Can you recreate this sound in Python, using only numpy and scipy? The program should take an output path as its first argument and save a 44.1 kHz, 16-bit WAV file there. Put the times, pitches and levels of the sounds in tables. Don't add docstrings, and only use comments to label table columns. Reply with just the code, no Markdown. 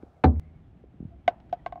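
import sys
import numpy as np
from scipy import signal
from scipy.fft import irfft
from scipy.io import wavfile

SR = 44100
rng = np.random.default_rng(int(sys.argv[2]) if len(sys.argv) > 2 else 0)


def wav_record(signal):
    frames = np.transpose(np.atleast_2d(signal))
    bounded = np.clip(frames, -1, 1)
    quanta = np.round(bounded * 32767).astype(np.int16)
    wavfile.write(sys.argv[1], SR, quanta)


N = 79380
T = np.arange(N) / SR
FREQS = np.maximum(np.fft.rfftfreq(N, 1 / SR), 1)
BANG_S, BOOM_ENDS_S = .2375, .3977

# start in seconds, levels of air, wall and click in dB,
# the air's fade time in seconds, level of the base in dB, the wall's brightness in dB per octave.
CUP_BOUNCES = [(1.2781, 0.5, -18.5, -23, 0.036, -29, 4), (1.5266, -10, -42, -33, 0.045, -45, -12),
               (1.6616, -11, -31.5, -35, 0.025, -29.5, -3.7), (1.7232, -20.5, -46, -48, 0.036, -39, -7),
               (1.756, -24.5, -56, -57, 0.036, -45.5, -5), (1.7745, -31.5, -62, -73, 0.053, -51, -17.5)]


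def undb(db):
    return 10 ** (np.asarray(db) / 20)


def since(start):
    return np.maximum(T - start, 0)


def swell(age, rise, fade):
    return (1 - np.exp(-(age / rise) ** 2)) * np.exp(-np.log(1000) * age / fade)


def ring(start, hz, db, fade, rise):
    age = since(start)
    return undb(db) * swell(age, rise, fade) * np.sin(2 * np.pi * hz * age)


def noise(gain):
    wave = irfft(gain * np.exp(2j * np.pi * rng.random(len(FREQS))), N)
    return wave / wave.std()


def shaped_noise(points):
    hz, db = np.array(points).T
    return noise(undb(np.interp(np.log(FREQS), np.log(hz), db)))


def ringing_noise(bands, hits, tail_db=-200, tail_fade=1):
    centres = np.log([band[0] for band in bands])
    low_cut = np.minimum(FREQS / bands[0][0], 1) ** 2
    out = np.zeros(N)
    for this_band, (_, db, fade, rise) in zip(np.eye(len(bands)), bands):
        share = np.interp(np.log(FREQS), centres, this_band) * low_cut
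        loudness = np.zeros(N)
        for start, hit_db in hits:
            age = since(start)
            tail = undb(tail_db) * swell(age, rise, tail_fade)
            loudness += undb(hit_db) * (swell(age, rise, fade) + tail)
        out += undb(db) * loudness * noise(share)
    return out


def garden():
    # frequency in Hz, relative level in dB.
    light_air = [(15, -28.5), (60, 6.5), (130, 3.5), (300, -6), (500, -7), (750, -2.5), (1000, -18),
                 (1300, -15), (1800, -25), (4000, -35.5), (16000, -52.5)]
    deep_air = [(15, -34.5), (35, -7.5), (62, 2.5), (100, -2.5), (200, -8.5), (350, -15), (450, -24),
                (600, -23.5), (740, -22), (900, -31.5), (1500, -35.5), (2200, -39), (3200, -43.5),
                (4500, -54), (8000, -61.5), (16000, -71.5)]
    # time in seconds, level in dB.
    deep_levels = [(.4, -50.5), (.62, -52), (.85, -53), (1.2, -51.5), (1.5, -50.5), (1.8, -51)]
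    waver_db = .7 * noise(np.exp(-FREQS / 10))
    times, levels = np.array(deep_levels).T
    deep = shaped_noise(deep_air) * undb(np.interp(T, times, levels))
    light = shaped_noise(light_air) * undb(-58)
    return undb(waver_db) * np.where(T < BOOM_ENDS_S, light, deep)


def cardboard_taps():
    # start in seconds, level in dB.
    taps = [(0.0267, -41), (0.36, -42)]
    # frequency in Hz, level in dB, fade and rise times in seconds.
    tap_bands = [(450, -10, 0.083, .001), (1210, -4, 0.0071, 0.00025), (2110, -20.5, 0.014, 0.00078),
                 (3360, -27, 0.0058, 0.00035), (7000, -55, .008, .0004)]
    return ringing_noise(tap_bands, taps)


def soft_bumps():
    # start in seconds, level in dB, starting pitch in Hz, seconds to the peak.
    bumps = [(0.032, -32, 435, 0.0025), (0.168, -49, 201, 0.0044), (.838, -43, 598, 0.0031),
             (0.942, -42, 272, 0.0023), (1.003, -28, 295.5, 0.0035), (1.0265, -30, 305, 0.0034),
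             (1.0509, -26.5, 212, 0.004)]
    # frequency in Hz, level in dB, fade and rise times in seconds.
    knock_bands = [(204, -35.5, 0.062, 0.00093), (446, -19, 0.023, 0.0021), (800, -40, .012, .001),
                   (2000, -76, 0.0083, .001)]
    sag_s = .0086
    out = ringing_noise(knock_bands, [bump[:2] for bump in bumps])
    for start, db, hz, peak_s in bumps:
        age = since(start)
        cycles = hz * sag_s * np.log1p(age / sag_s)
        pulse = (age / peak_s * np.exp(1 - age / peak_s)) ** 2
        out += undb(db) * pulse * np.sin(2 * np.pi * cycles)
        out += ring(start, hz=69, db=db - 13, fade=.2, rise=2 * peak_s)
    return out


def faint_tones():
    # time of the peak in seconds, swell time in seconds, pitch in Hz, level in dB.
    tones = [(.167, .014, 2145, -77.5), (.45, 0.084, 2180, -72.5), (.56, 0.033, 2175, -75.5),
             (.65, 0.023, 3440, -84), (1.131, 0.019, 686, -55), (1.122, .035, 348.3, -57.5),
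             (1.597, 0.011, 1970, -67), (1.6, 0.072, 3250, -83)]
    wander = 1 + .04 * noise(np.exp(-FREQS / 60))
    out = np.zeros(N)
    for peak_s, swell_s, hz, db in tones:
        loudness = undb(db) * np.exp(-((T - peak_s) / swell_s) ** 2)
        out += loudness * np.sin(2 * np.pi * hz * np.cumsum(wander) / SR)
    return out


def table_bang():
    # pitch in Hz, level in dB, fade time in seconds.
    top_tones = [(74.3, -14.5, 0.74), (84.3, -9, 0.37), (142.9, -8.5, 0.15), (224.8, -5.5, 0.15),
                 (226.8, -12, 0.27), (253.3, -13.5, .235), (288.3, -16, .19), (341, -13.5, 0.082),
                 (436, -29, 0.23), (494.6, -12, 0.049), (608, -24.5, .14), (755, -11.5, .115),
                 (835, -20, .1), (866, -10.5, .06), (995, -23.5, .08), (1165, -25.5, .07),
                 (1220, -24.5, .058), (1325, -23, 0.071), (1535, -25.5, 0.071), (1798, -34, 0.034),
                 (2110, -34, .035), (2360, -27.5, 0.019)]
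    hum_tones = [(78.1, -45.5, 1.9), (156, -53.5, 2.2)]
    # frequency in Hz, level in dB, fade and rise times in seconds.
    crash_bands = [(45, -45.5, 0.24, 0.0089), (112, -28, 0.62, .01), (198, -28.5, 0.49, 0.0067),
                   (422.3, -21.5, .2, 0.0057), (780, -33, 0.22, .004), (1480, -27, .075, .003),
                   (2398, -30.5, 0.054, 0.0025), (3100, -40.5, .055, .002), (3900, -33, 0.05, 0.0049),
                   (5200, -51, .055, .002), (9000, -61, 0.045, .001), (15000, -76, .03, .001)]
    rise_s, rise_cycles = .00039, 2.05
    boom = sum((-1) ** k * ring(BANG_S, hz, db, fade, rise_s + rise_cycles / hz)
               for k, (hz, db, fade) in enumerate(top_tones))
    crash = ringing_noise(crash_bands, [(BANG_S, 0)], tail_db=-40, tail_fade=.3)
    hum = sum(ring(BOOM_ENDS_S, hz, db, fade, rise_s) for hz, db, fade in hum_tones)
    return (boom + crash) * (T < BOOM_ENDS_S) + hum


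def cup_bounces():
    # frequency in Hz, level in dB, fade and rise times in seconds.
    click_bands = [(200, -17, 0.089, 0.0013), (352, -13.5, 0.12, 0.0024), (1000, -13, 0.017, 0.0011),
                   (2200, -11.5, .014, 0.00055), (3500, -5, 0.0075, 0.00077), (5200, -22.5, 0.016, .0006),
                   (8300, -31, 0.013, 0.00036), (10300, -42, .011, 0.00068), (15000, -54, 0.013, .0006)]
    reflected_bands = [(332, -10.5, 0.089, 0.0023), (980, -30.5, 0.27, .004), (2500, -15, 0.06, .004),
                       (4660, -28, .06, .004), (6500, -34, 0.038, .004), (10000, -60, .04, .004)]
    # pitch in Hz, relative level in dB, fade time in seconds.
    wall_tones = [(790, -3, 0.0039), (1177, -8, 0.025), (1544, -5, 0.043), (2022, -1.5, 0.021),
                  (2207, -1, 0.019), (2750, -12, 0.016), (2960, -11, .02), (3484, -8, 0.0083),
                  (3780, -24, 0.031)]
    plastic_rise_s = .00049
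    clicks = [(start, click_db) for start, _, _, click_db, *_ in CUP_BOUNCES]
    out = ringing_noise(click_bands, clicks) + ringing_noise(reflected_bands, clicks)
    for start, air_db, wall_db, _, air_fade, base_db, brightness in CUP_BOUNCES:
        air_hz = 702.4 - .5 * air_db
        out += ring(start, air_hz, air_db, air_fade, rise=.003)
        out += ring(start, hz=1072, db=base_db, fade=.049, rise=plastic_rise_s)
        for k, (hz, db, fade) in enumerate(wall_tones):
            pitch = hz * (1 + .012 * rng.standard_normal())
            level_db = wall_db + db + brightness * np.log2(hz / 2000)
            out += (-1) ** k * ring(start, pitch, level_db, fade, plastic_rise_s)
    return out


def garden_echo():
    # frequency in Hz, level in dB, fade and rise times in seconds.
    echo_bands = [(300, -77, .25, 0.0054), (490, -62.5, .25, 0.012), (730, -45.5, 0.4, 0.01),
                  (1100, -54.5, 0.21, 0.0086), (2370, -69.5, .4, .012), (4000, -87, .3, .012)]
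    return ringing_noise(echo_bands, [bounce[:2] for bounce in CUP_BOUNCES])


def plastic_ticks():
    # start in seconds, level in dB.
    ticks = [(1.4, -61), (1.459, -77), (1.494, -63.5), (1.508, -72)]
    # frequency in Hz, level in dB, fade and rise times in seconds.
    tick_bands = [(1500, 0, 0.037, .001), (3200, -3, 0.033, 0.0018), (5380, -8, 0.014, 0.0011),
                  (7000, -10, 0.0071, 0.0016), (9500, -15, .01, 0.0013)]
    return ringing_noise(tick_bands, ticks)


def scene():
    mix = (garden() + cardboard_taps() + soft_bumps() + faint_tones() + table_bang()
           + cup_bounces() + garden_echo() + plastic_ticks())
    return mix[None]


def record(dry):
    top_hz = 15700
    return signal.sosfilt(signal.ellip(8, .2, 70, top_hz, fs=SR, output="sos"), dry)


dry = scene()
out = record(dry)
wav_record(out)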